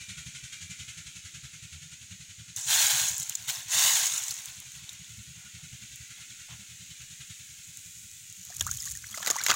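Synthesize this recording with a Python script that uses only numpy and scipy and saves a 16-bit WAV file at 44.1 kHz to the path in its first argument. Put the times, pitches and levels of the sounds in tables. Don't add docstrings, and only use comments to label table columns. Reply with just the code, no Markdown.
import sys
import numpy as np
from scipy import signal
from scipy.fft import rfft, irfft
from scipy.io import wavfile
from scipy.ndimage import uniform_filter1d

SR = 44100
rng = np.random.default_rng(int(sys.argv[2]) if len(sys.argv) > 2 else 0)


def log_audio(samples):
    frames = np.atleast_2d(samples).T
    limited = np.clip(frames, -1, 1)
    pcm = np.round(limited * 32767).astype(np.int16)
    wavfile.write(sys.argv[1], SR, pcm)


N = 421155
TIME = np.arange(N) / SR

# (t/s, sliding heap level/dB, single clicks level/dB, rise/s, end of push after t/s, fade/(dB/s))
HAND_STROKES = [(2.555, -47.5, -31.5, 0.025, 0.19, 100), (2.659, -28, -28, 0.071, 0.37, 112.5),
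                (3.201, -50, -48, 0.027, 0.32, 100), (3.47, -36.5, -40, 0.025, 0.029, 126),
                (3.673, -28, -24, 0.12, 0.3, 49.5), (4.449, -58.5, -68, 0.015, 0.031, 90),
                (4.742, -58.5, -67, 0.014, 0.19, 56)]
# (f/Hz, level/dB)
HEAP_SPECTRUM = [(250, -38), (400, -48), (460, -26), (520, -25.5), (680, -13.5), (1200, -12.5),
                 (1500, -8.5), (2300, -9.5), (2700, -6.5), (3700, -2.5), (5050, -9), (6700, -1),
                 (9000, -8.5), (12000, -14.5), (15500, -10.5)]
# (f/Hz, level/dB)
KNOCK_SPECTRUM = [(400, -22), (680, -19), (1100, -12), (1500, -16), (2300, 4), (3600, 5), (5000, -4),
                  (6700, 9), (9000, -25), (12000, 3), (15500, 24)]
# (f/Hz, level/dB, t60/s)
WALL_MODES = [(723, -10, 0.076), (1097, -7.5, 0.051), (1650, -9, .04), (2205, 1, 0.018), (2970, -1, 0.064),
              (3650, -16, 0.033), (4210, 1.5, 0.055)]
# (t/s, peak level/dB, ring f/Hz, brightness of the crack 0-1)
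PELLET_CLICKS = [(2.5619, -9, 6420, 0.2), (2.866, 1, 6760, 0), (3.094, -9, 6650, 0.1),
                 (3.115, -15, 6670, .3), (3.165, -22, 6900, .3), (3.1794, -10, 7550, 0.4),
                 (3.198, -11, 6860, .5), (3.207, -14, 6400, 0.1), (3.227, -12.5, 7350, .3),
                 (3.267, -27, 6600, .4), (3.2945, -7, 6740, 0.4), (3.322, -20, 2970, 0),
                 (3.3517, -4, 7040, 0.08), (3.423, -24, 6700, .3), (3.479, -23, 3140, 0.1),
                 (3.503, -10, 7000, 0.34), (3.542, -19, 6000, 0.1), (3.555, -17, 5400, 0),
                 (3.629, -24, 6600, 0.15), (3.683, -19, 6540, 0.2), (4.178, -8, 6860, 0),
                 (4.236, -16, 6860, 0.3), (4.281, -12, 6700, 0.33), (4.3068, -13.5, 4320, 0.4),
                 (4.3085, -14, 5900, 0.5), (4.312, -16, 5100, 0.5), (4.3405, -19, 7360, .5),
                 (4.388, -23, 3860, .3), (4.418, -30, 9050, 0.1), (4.456, -19, 6440, 0.7),
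                 (4.484, -25, 3300, 0.5), (4.601, -23.5, 6700, 0.7), (4.7182, -26, 6660, 0.37),
                 (4.7516, -35, 2560, 0.2), (4.76, -28, 6850, 0.2), (4.8484, -39, 2700, 0),
                 (4.891, -16, 3750, .05), (4.8915, -27, 6200, 0.2), (4.9302, -27, 7500, 0.52),
                 (5.0434, -30, 3510, 0.13), (5.9577, -27, 6520, 1), (6.178, -31, 3000, 0),
                 (7.771, -23.5, 6440, 0.72), (8.2985, -26, 6400, 0.4), (8.3247, -23, 6680, 0.5)]
# (t/s, peak level/dB, ring f/Hz, brightness of the crack 0-1)
WATER_HITS = [(8.4503, -23, 6660, 0.5), (8.4941, -27, 6920, 0.5), (8.566, -19, 6800, 0.8),
              (8.5959, -16, 5700, 0.3), (8.6085, -11.5, 6540, 1), (8.6234, -19, 6600, 0.8),
              (8.6657, -13, 6300, 0.6), (8.712, -6.5, 6400, 0.25), (8.7381, -18, 6620, .3),
              (8.746, -30, 5930, 0.3), (8.7712, -17, 6800, 0.6), (8.8014, -18, 6970, 0.2),
              (8.8209, -14, 7000, 0.3), (8.8558, -18, 7030, .4), (8.8832, -29.5, 7000, .3),
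              (8.9014, -21, 6700, 0.6), (8.91, -21, 6200, 0.5), (8.9204, -16, 6960, .6),
              (8.9514, -21, 6600, .4), (8.9715, -17.5, 7000, 0.5), (9.001, -39, 7050, .4),
              (9.1463, -18.5, 6250, 0.3), (9.2017, -24, 6550, 0.5), (9.2825, -14, 6900, 0.4),
              (9.3089, 1.5, 6700, 0), (9.3636, -10.5, 6000, 0.34), (9.3844, -10.5, 6550, 0),
              (9.392, -24, 7250, .2), (9.4362, -10, 7400, 0.5), (9.4405, -10, 7300, .15),
              (9.4745, -9, 6600, 0), (9.484, -11, 6700, 0.1), (9.4975, -12, 7300, .05),
              (9.512, -19, 6600, 0.1), (9.5415, -15, 6700, 0.6)]
# (f/Hz, level/dB)
TICK_SPECTRUM = [(500, -56), (1500, -50), (3500, -12), (5000, -11), (6700, 3.5), (8500, -8.5), (11500, -15),
                 (15500, -14.5)]
# (f/Hz, level/dB)
CRACK_SPECTRUM = [(1500, -41), (5000, -20), (7000, 9.5), (11000, 1), (15500, 2)]
# (t/s, level/dB)
FIST_LEVEL = [(4.25, -51), (4.5, -60), (4.75, -56), (4.86, -76), (5.1, -56.5), (5.5, -60.5), (5.9, -57.5),
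              (6.4, -58.5), (7.2, -56.5), (8.0, -51.5), (8.4, -54.5)]
# (f/Hz, level/dB)
RUSTLE_SPECTRUM = [(2000, -50), (7000, 4.5), (12000, -11.0), (15500, -7.0)]
# (t/s, level/dB)
PATTER_LEVEL = [(8.35, -59.5), (8.5, -49.5), (8.794, -42), (8.92, -41.5), (9.0, -52.5), (9.198, -43.5),
                (9.332, -44), (9.41, -46), (9.458, -39.5), (9.55, -41)]
# (t/s, peak level/dB, spray t60/s, depth of the plunge 0-1)
SURFACE_SLAPS = [(8.6085, -20, 0.03, 0.5), (9.142, -47, 0.01, 0), (9.174, -24, 0.027, .1),
                 (9.2276, -22, 0.017, .03), (9.247, -24.5, 0.025, 0.2), (9.2615, -18, 0.015, 0.2),
                 (9.271, -16.5, 0.042, .7), (9.2777, -20.5, 0.028, 0.8), (9.3011, -13.5, 0.032, 0.67),
                 (9.331, -28, 0.01, 0.7), (9.413, -23, 0.02, 0.3), (9.4468, -30, 0.0091, 0.2),
                 (9.4637, -8, 0.012, 0), (9.483, -17, 0.035, .5), (9.4906, -18, 0.019, 0.9),
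                 (9.498, -18, 0.028, 0.7), (9.512, -14.5, 0.023, 0.4), (9.539, -28, .03, 0.5)]
# (f/Hz, level/dB)
SPRAY_SPECTRUM = [(88, -55.5), (150, -22), (352, -32.5), (445, -24), (751, -13.5), (948, -18), (1630, -9.5),
                  (2500, -16.5), (2700, -12.5), (5330, -13), (6730, -7.5), (8490, -16.5), (11800, -19),
                  (15500, -15.5)]
# (f/Hz, level/dB)
PLUNGE_SPECTRUM = [(110, -12), (220, -0.5), (330, 2.5), (480, 0), (750, 4.5), (1400, -9), (4000, -45)]
# (t/s, peak level/dB, starting f/Hz, ring t60/s, climb of pitch/(Hz/s))
AIR_POCKETS = [(8.501, -44.5, 700, 0.05, 3000), (8.523, -40, 1660, 0.032, 30000),
               (8.608, -16, 3270, 0.018, 5000), (8.609, -17, 3650, 0.016, 10000),
               (8.616, -35, 1620, 0.036, 5000), (8.666, -27, 1090, 0.065, 37600),
               (8.677, -39, 1660, 0.027, 20000), (8.679, -37, 1160, 0.025, 15000),
               (8.69, -30, 1350, 0.025, 15000), (8.715, -38, 1500, .04, 20000),
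               (8.784, -37, 3180, 0.033, 8000), (8.803, -19.5, 5130, 0.014, 20000),
               (8.826, -42, 1900, .04, 15000), (8.862, -47, 1114, 0.093, 2000),
               (8.874, -32.5, 1650, 0.021, 50000), (8.883, -29, 3950, 0.012, 20000),
               (8.93, -49, 3330, 0.02, 8000), (8.951, -37, 1820, 0.037, 5000), (8.97, -44, 1550, .04, 8000),
               (9.04, -31.5, 1420, 0.024, 60300), (9.042, -29, 2040, 0.013, 30300),
               (9.067, -35, 5850, .022, 12000), (9.086, -41, 4300, 0.036, 8000),
               (9.127, -35, 3240, 0.033, 4070), (9.142, -32, 1230, 0.031, 40000),
               (9.143, -22.5, 2000, 0.015, 15000), (9.175, -34.5, 580, 0.031, 15000),
               (9.18, -27, 1210, 0.018, 15000), (9.202, -35, 1030, 0.028, 10000),
               (9.203, -38, 610, .025, 10000), (9.2285, -19, 1650, 0.012, 20000),
               (9.249, -33, 1560, .025, 10000), (9.273, -21, 1950, 0.028, 6000),
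               (9.276, -33, 790, 0.02, 10000), (9.279, -30, 1420, 0.017, 10000),
               (9.292, -25, 1470, 0.022, 10000), (9.3045, -18, 4970, 0.011, 10000),
               (9.312, -27, 1150, .035, 5000), (9.343, -33, 1120, .03, 5000),
               (9.358, -23.5, 814, 0.035, 22100), (9.365, -27, 1060, .035, 8000),
               (9.379, -31, 1950, 0.03, 10000), (9.386, -27, 1920, .028, 18000),
               (9.3945, -22, 5600, 0.017, 45000), (9.397, -30, 2250, 0.029, 12000),
               (9.406, -27, 1490, 0.056, 14000), (9.4127, -9.5, 4070, 0.008, 16000),
               (9.428, -28, 2120, 0.018, 25000), (9.449, -28, 3930, .016, 10000),
               (9.464, -12, 2010, 0.019, 6000), (9.4845, -25, 1200, 0.02, 15000),
               (9.492, -23, 2650, .014, 10000), (9.498, -22, 1580, .014, 10000),
               (9.502, -22, 3630, .012, 20000), (9.504, -14, 4700, .012, 20000),
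               (9.513, -15, 2030, .022, 5000), (9.5185, -13.5, 1370, 0.021, 25000),
               (9.52, -19, 1910, .018, 10000), (9.523, -25, 4500, 0.013, 30000),
               (9.526, -22, 2530, 0.021, 10000), (9.532, -26, 3850, .014, 10000),
               (9.539, -26, 1080, .044, 20000)]
# (t/s, level/dB)
CHURN_LEVEL = [(8.45, -64), (8.649, -56.5), (9.0, -71), (9.15, -52), (9.23, -44), (9.28, -41), (9.341, -41),
               (9.41, -37.5), (9.455, -46), (9.5, -24), (9.55, -36.5)]
# (f/Hz, level/dB)
WASH_SPECTRUM = [(150, -21), (350, -15), (700, -12), (1300, 3), (2100, -13), (3000, -5), (5000, -7),
                 (6700, -2), (9000, -24), (15500, -24)]
# (t/s, level/dB, end of hold after t/s)
FAINT_STIRS = [(4.453, -60, 0.064), (4.606, -57.5, 0.016), (4.87, -61, .05), (5.35, -66, 0.12),
               (5.58, -65, 0.035), (6.17, -62, .03), (6.48, -53, 0.058), (6.615, -73, .04),
               (7.55, -73, .04), (7.77, -72, 0.031)]
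# (f/Hz, level/dB)
STIR_SPECTRUM = [(300, -29), (550, -14), (750, -6.5), (1000, -7.5), (1300, -8), (3000, -3.5), (8000, -48)]
# (t/s, level/dB)
RUMBLE_LEVEL = [(8.55, -67), (8.62, -43), (8.68, -45.5), (8.77, -48.5), (8.84, -62), (8.89, -50.5),
                (8.98, -50), (9.02, -68), (9.07, -52), (9.1, -75)]
# (f/Hz, level/dB)
RUMBLE_SPECTRUM = [(25, -28), (70, 1.5), (120, -5.0), (250, -27.0), (900, -87)]
# (t/s, level/dB, depth of its throb 0-1)
CLATTER_LEVEL = [(0, -48, 0.7), (.8, -47.5, 0.8), (1.95, -53, 0.85), (2.9, -55, 1), (4.3, -51, 0.6),
                 (5.2, -56, 0.2), (5.6, -53.5, 0.5), (6.2, -51.5, 0.5), (6.8, -52.5, 0.5), (7.3, -51, 0.75),
                 (7.65, -56.5, 0.3), (8.3, -62.5, 0.25)]
# (f/Hz, level/dB)
CLATTER_SPECTRUM = [(400, -28.5), (700, -27.5), (1200, -19), (1450, -9.5), (1700, -10), (2300, -2.5),
                    (3700, -2), (4900, -8), (6700, 2), (9000, -8.5), (12000, -19.5), (15500, -51)]
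# (f/Hz, level/dB)
CLANK_SPECTRUM = [(900, -29.5), (1250, -13), (1450, 4), (1750, -9.5), (2100, 3), (2800, -22), (6000, -48)]
# (t/s, firing rate f/Hz)
FIRING_RATE = [(0, 11.73), (1.84, 10.28), (2.96, 11.5), (3.19, 10.55), (4.86, 11.52), (6.84, 9.72),
               (8.32, 11.7), (9.02, 10.6)]
# (t/s, level/dB)
EXHAUST_CURVE = [(0, -51), (.3, -48.5), (.58, -55.5), (.78, -49.5), (1.12, -54.5), (1.28, -54), (1.55, -51),
                 (1.85, -56), (2.1, -52.5), (2.65, -58), (3.02, -52), (3.4, -60.5), (3.85, -54.5),
                 (4.2, -61.5), (4.75, -59), (5.15, -55), (5.5, -57.5), (5.75, -50.5), (6.05, -55.5),
                 (6.42, -59.5), (6.6, -49.5), (6.72, -59.5), (6.86, -52), (7.05, -56), (7.25, -55.5),
                 (7.5, -58), (7.7, -56), (8.15, -60.5), (8.5, -59.5)]
# (f/Hz, level/dB)
BOOM_MODES = [(78, -4), (115, 0), (162, -3.5)]
# (f/Hz, level/dB)
GAS_SPECTRUM = [(25, -26), (45, -18), (70, -3.5), (125, 1.5), (175, 1.5), (235, -3.5), (400, -24),
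                (560, -18), (800, -24), (1500, -32)]
# (delay/s, wander of the delay/s, strength)
SHORT_ECHOES = [(.00135, 0.00032, 0.14), (.0022, 0.00029, 0.3), (.0029, .0003, 0.2)]
# (f/Hz, level/dB)
HISS_SPECTRUM = [(180, -16), (300, -14), (450, -34.5), (1120, -27.5), (1440, -17.5), (2360, -7.5),
                 (4000, -7.5), (4800, -11), (5570, -9.5), (6700, 0), (8200, -10), (10400, -17),
                 (12000, -25), (15500, -21)]
# (t/s, level/dB)
WHINE_LEVEL = [(0, -51.5), (.4, -57), (.7, -54.5), (.8, -60), (1.1, -75), (1.4, -100)]

HEAP_SAG_DB_PER_S, CLICK_SAG_DB_PER_S = 12.5, 8.5
TRICKLE = 1.45
JERK_DB, JERK_RATE_HZ = 1.0, 16
HAND_ECHO_S, HAND_WANDER_S, HAND_ECHO_SHARE = .0011, .00015, .3
CRACK_S, CLICK_RING_S, DROP_RING_S = .005, .01, .007
THUD_S = 0.064
THUD_SPREAD_DB, THUD_PITCH_SPREAD = 2.5, 0.0976
WHINE_HZ, WHINE_SAG_HZ_PER_S = 2380, 48
CUTOFF_HZ = 15800


def basin():
    heap_db, click_db = digging()
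    effort = from_db(heap_db - heap_db.max())
    heap_db = heap_db + JERK_DB * drift(JERK_RATE_HZ)
    collisions = grains(per_s=1500 + 6500 * effort, spread_db=1.1)
    heap = collisions * from_db(heap_db + 2.0 + 0.74 * drift(46))
    heap = 1.08 * heap + .9 * pings(heap, 593.4, 15330, cycles=51, count=40)
    tumbles = grains(per_s=260 + 480 * effort, spread_db=1.2) * from_db(heap_db - 3.5)
    knocks = pings(tumbles, 600, 7500, cycles=26, count=30) + .4 * tumbles
    loose = grains(per_s=1500 + 2500 * effort, spread_db=.8)
    clicks = loose * from_db(click_db - 8.5 + 2.1 * drift(54))
    body = colour(heap, HEAP_SPECTRUM) + colour(knocks, KNOCK_SPECTRUM)
    body = body + from_db(-18.5) * basin_wall(heap)
    echo_time = TIME - HAND_ECHO_S - HAND_WANDER_S * drift(2.53)
    body = body + HAND_ECHO_SHARE * np.interp(echo_time, TIME, body)
    return body + colour(pings(clicks, 4940, 10260, cycles=25, count=16), TICK_SPECTRUM)


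def digging():
    heap, clicks = np.zeros(N), np.zeros(N)
    for s, heap_db, click_db, rise_s, push_s, fade_db_per_s in HAND_STROKES:
        t = np.maximum(TIME - s, 0)
        swell = np.minimum(t / rise_s, 1)
        sliding = np.minimum(t, push_s)
        tumbling = np.minimum(t, TRICKLE * push_s)
        stroke_db = heap_db - HEAP_SAG_DB_PER_S * sliding - fade_db_per_s * (t - sliding)
        loose_db = click_db - CLICK_SAG_DB_PER_S * tumbling - fade_db_per_s * (t - tumbling)
        heap += (swell * from_db(stroke_db)) ** 2
        clicks += (swell * from_db(loose_db)) ** 2
    return 10 * np.log10(heap + 1e-12), 10 * np.log10(clicks + 1e-12)


def basin_wall(x):
    out = np.zeros(N)
    for hz, db, t60 in WALL_MODES:
        r = from_db(-60 / (t60 * SR))
        poles = [1, -2 * r * np.cos(2 * np.pi * hz / SR), r * r]
        out += from_db(db) * np.sqrt(1 - r) * signal.lfilter([1, 0, -1], poles, x + 1e-18)
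    return rms_one(out) * np.std(x)


def ticks():
    crackles, cracks, rings, t = np.zeros(N), np.zeros(N), np.zeros(N), TIME[:SR // 30]
    for hits, ring_s, ring_db in ((PELLET_CLICKS, CLICK_RING_S, -8), (WATER_HITS, DROP_RING_S, -6)):
        noises = rng.standard_normal((len(hits), 2, len(t)))
        for (s, db, hz, bright), (crackle, crack) in zip(hits, noises):
            add(crackles, s + 0.001194, from_db(db - 20.5 - 60 * t / 0.025) * crackle)
            add(cracks, s + 0.0009, bright * from_db(db - 4.5 - 60 * t / CRACK_S) * crack)
            add(cracks, s + 0.0011, np.array([bright * from_db(db)]))
            add(rings, s + 0.000972, from_db(db + ring_db) * bubble(hz, ring_s, 0, attack_s=0.00025))
    return colour(crackles, TICK_SPECTRUM) + colour(cracks, CRACK_SPECTRUM) + rings


def fist():
    level_db, = in_time(FIST_LEVEL, outside=-120)
    rustle = colour(grains(per_s=5600, spread_db=1.5), RUSTLE_SPECTRUM)
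    clicks = colour(grains(per_s=30, spread_db=2.5), TICK_SPECTRUM)
    return from_db(level_db) * (1.24 * rustle + 0.38 * clicks)


def patter():
    level_db, = in_time(PATTER_LEVEL, outside=-120)
    clumps_db = 2.5 * drift(45)
    drops = grains(per_s=1200, spread_db=0.0) * from_db(level_db - 1.5 + clumps_db)
    high_pings = pings(drops, 2900, 15600, cycles=34, count=24)
    low_pings = pings(drops, 1600, 7100, cycles=23, count=20)
    impacts = colour(1.18 * drops + .85 * high_pings, TICK_SPECTRUM)
    return impacts + 0.32 * colour(drops, CRACK_SPECTRUM) + .3 * low_pings


def slaps():
    force, smack, shove, t = np.zeros(N), np.zeros(N), np.zeros(N), TIME[:SR // 6]
    for s, db, t60, depth in SURFACE_SLAPS:
        add(force, s + 0.00024, from_db(db - 60 * t / t60))
        add(smack, s, from_db(db) * burst(rise_s=0.00067, hold_s=0.0014, decay_s=0.00079))
        add(shove, s, depth * from_db(db) * burst(rise_s=0.0014, hold_s=0.0026, decay_s=0.0098))
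    droplets = grains(per_s=1900, spread_db=2.0)
    spray = force * droplets + 0.74 * smack * rng.standard_normal(N)
    fizz = pings(force * grains(per_s=1700, spread_db=0.0), 703, 8100, cycles=53, count=24)
    plunge = colour(shove * rng.standard_normal(N), PLUNGE_SPECTRUM)
    return from_db(-7.0) * colour(0.85 * spray + .7 * fizz, SPRAY_SPECTRUM) + from_db(-22) * plunge


def bubbles():
    gulps, swarm = np.zeros(N), np.zeros(N)
    for s, db, hz, t60, climb in AIR_POCKETS:
        ring = bubble(hz, t60, climb, attack_s=0.0012)
        alive = np.exp(-(TIME[:len(ring)] / (1.3 * t60)) ** 4)
        add(gulps, s, from_db(db - 0.5) * ring * alive)
    first, last = CHURN_LEVEL[0][0], CHURN_LEVEL[-1][0]
    for when, size, strength in rng.random(size=(700, 3)):
        hz = 1200 * 4.4 ** size
        ring = bubble(hz, 22 / hz, rise_hz_per_s=37000, attack_s=0.00014)
        add(swarm, first + when * (last - first), from_db(-14 * strength) * ring)
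    return gulps * from_db(3.0 * drift(260)) + 1.6 * swarm * from_db(in_time(CHURN_LEVEL)[0])


def bubble(hz, t60, rise_hz_per_s, attack_s):
    t = TIME[:int(t60 * SR) + 2]
    pitch = hz + rise_hz_per_s * t
    ring = np.sin(2 * np.pi * np.cumsum(pitch) / SR)
    return ring * from_db(-60 * t / t60) * (1 - np.exp(-t / attack_s))


def wash():
    level_db, = in_time(CHURN_LEVEL, outside=-120)
    lumps, lumps_db = grains(per_s=1200, spread_db=2.2), 3.5 * drift(70)
    return from_db(level_db - 3.5 + lumps_db) * colour(lumps, WASH_SPECTRUM)


def stirs():
    envelope = np.zeros(N)
    for s, db, hold_s in FAINT_STIRS:
        add(envelope, s, from_db(db) * burst(rise_s=0.0072, hold_s=hold_s, decay_s=0.02))
    return colour(envelope * rng.standard_normal(N), STIR_SPECTRUM)


def rumble():
    level_db, = in_time(RUMBLE_LEVEL, outside=-120)
    return from_db(level_db) * colour(rng.standard_normal(N), RUMBLE_SPECTRUM)


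def engine():
    starts = firing_times()
    rattles, rattle = np.zeros(N), burst(rise_s=0.011, hold_s=0.022, decay_s=0.03)
    for start, strength_db in zip(starts, rng.standard_normal(len(starts))):
        add(rattles, start - .003, rattle * from_db(strength_db))
    clatter_db, throb = in_time(CLATTER_LEVEL)
    beat = np.sqrt(1 - throb + throb * rms_one(rattles) ** 2)
    knocks = pings(grains(per_s=900, spread_db=.8) * beat, 1400, 4600, cycles=150, count=48)
    clatter = colour(grains(per_s=22000, spread_db=1.4) * beat + 0.33 * knocks, CLATTER_SPECTRUM)
    clank = colour(beat * rng.standard_normal(N), CLANK_SPECTRUM)
    clank = clank * from_db(-15 + 3.4 * drift(6.5))
    return exhaust(starts) + from_db(clatter_db + 0.47) * reflected(clatter + clank)


def firing_times():
    cycles = np.cumsum(in_time(FIRING_RATE)[0]) / SR
    return np.interp(np.arange(int(cycles[-1]) + 1), cycles, TIME)


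def exhaust(starts):
    thuds, puffs, t = np.zeros(N), np.zeros(N), TIME[:SR // 7]
    for start, (loud, long) in zip(starts, rng.standard_normal((len(starts), 2))):
        age = t / (THUD_S * np.exp(.24 * long))
        hump = np.sin(np.pi * np.minimum(age, 1) ** .8) ** 1.3
        swell = from_db(THUD_SPREAD_DB * loud) * hump
        add(puffs, start - .007, swell)
        chances = rng.standard_normal((len(BOOM_MODES), 3))
        for (hz, db), (detune, strength, phase) in zip(BOOM_MODES, chances):
            cycles = hz * np.exp(THUD_PITCH_SPREAD * detune) * t + phase
            add(thuds, start - .007, from_db(db + 2 * strength) * swell * np.sin(2 * np.pi * cycles))
    gas = rms_one(colour(rng.standard_normal(N) * (puffs + 0.69), GAS_SPECTRUM))
    return from_db(in_time(EXHAUST_CURVE)[0]) * (0.96 * rms_one(thuds) + 0.25 * gas)


def air():
    pitch = WHINE_HZ - WHINE_SAG_HZ_PER_S * TIME + 5 * drift(12)
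    whine_db = in_time(WHINE_LEVEL)[0] + 1.4 * drift(8)
    whine = np.sin(2 * np.pi * np.cumsum(pitch) / SR) * from_db(whine_db)
    hiss = colour(rng.standard_normal(N), HISS_SPECTRUM)
    return from_db(-51.0) * reflected(hiss) + whine


def reflected(x):
    out = x.copy()
    for delay_s, wander_s, strength in SHORT_ECHOES:
        out += strength * np.interp(TIME - delay_s - wander_s * drift(0.808), TIME, x)
    return rms_one(out) * np.std(x)


def pings(clicks, low_hz, high_hz, cycles, count):
    dealt, out = rng.integers(0, count, N), np.zeros(N)
    for k, hz in enumerate(np.geomspace(low_hz, high_hz, count)):
        r = from_db(-60 * hz / (cycles * SR))
        poles = [1, -2 * r * np.cos(2 * np.pi * hz / SR), r * r]
        out += signal.lfilter([1 - r, 0, r - 1], poles, clicks * (dealt == k) + 1e-18)
    return rms_one(out) * np.std(clicks)


def grains(per_s, spread_db):
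    sizes_db = spread_db * np.minimum(rng.exponential(1, N), 4)
    sizes = from_db(sizes_db) * rng.choice([-1, 1], N)
    chance = np.clip(per_s / SR, 1e-6, 1)
    return rms_one(sizes) * (rng.random(N) < chance) / np.sqrt(chance)


def burst(rise_s, hold_s, decay_s):
    t = TIME[:SR // 4]
    return np.minimum(t / rise_s, 1) * np.exp(-np.maximum(t - hold_s, 0) / decay_s)


def drift(rate_hz):
    r = np.exp(-80 * np.pi * rate_hz / SR)
    steps = rng.standard_normal(N // 40 + 2002)
    slow = signal.lfilter([1], [1, -2 * r, r * r], steps)[2000:]
    return np.interp(np.arange(N) / 40, np.arange(len(slow)), rms_one(slow))


def colour(x, spectrum):
    size = 4096
    hz, db = np.transpose(spectrum)
    grid = np.maximum(np.arange(size // 2 + 1) * SR / size, 1)
    cepstrum = irfft(np.log(from_db(np.interp(np.log(grid), np.log(hz), db))))
    cepstrum[1:size // 2] *= 2
    cepstrum[size // 2 + 1:] = 0
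    response = irfft(np.exp(rfft(cepstrum)))
    return signal.oaconvolve(x, response / np.linalg.norm(response))[:N]


def from_db(db):
    return 10 ** (np.asarray(db) / 20)


def rms_one(x):
    return x / np.sqrt(np.mean(x ** 2) + 1e-20)


def in_time(rows, outside=None):
    s, *columns = np.transpose(rows)
    return [np.interp(TIME, s, c, outside, outside) for c in columns]


def add(out, s, sound):
    at = int(np.clip(round(s * SR), 0, N))
    out[at:at + len(sound)] += sound[:N - at]


def scene():
    feed = basin() + fist() + ticks() + patter()
    water = slaps() + bubbles() + wash()
    mono = feed + water + stirs() + rumble() + engine() + air()
    return np.array([mono, mono])


def record(dry):
    low_pass = signal.ellip(10, .2, 70, CUTOFF_HZ, fs=SR, output="sos")
    return signal.sosfilt(low_pass, dry)


dry = scene()
out = record(dry)
log_audio(out)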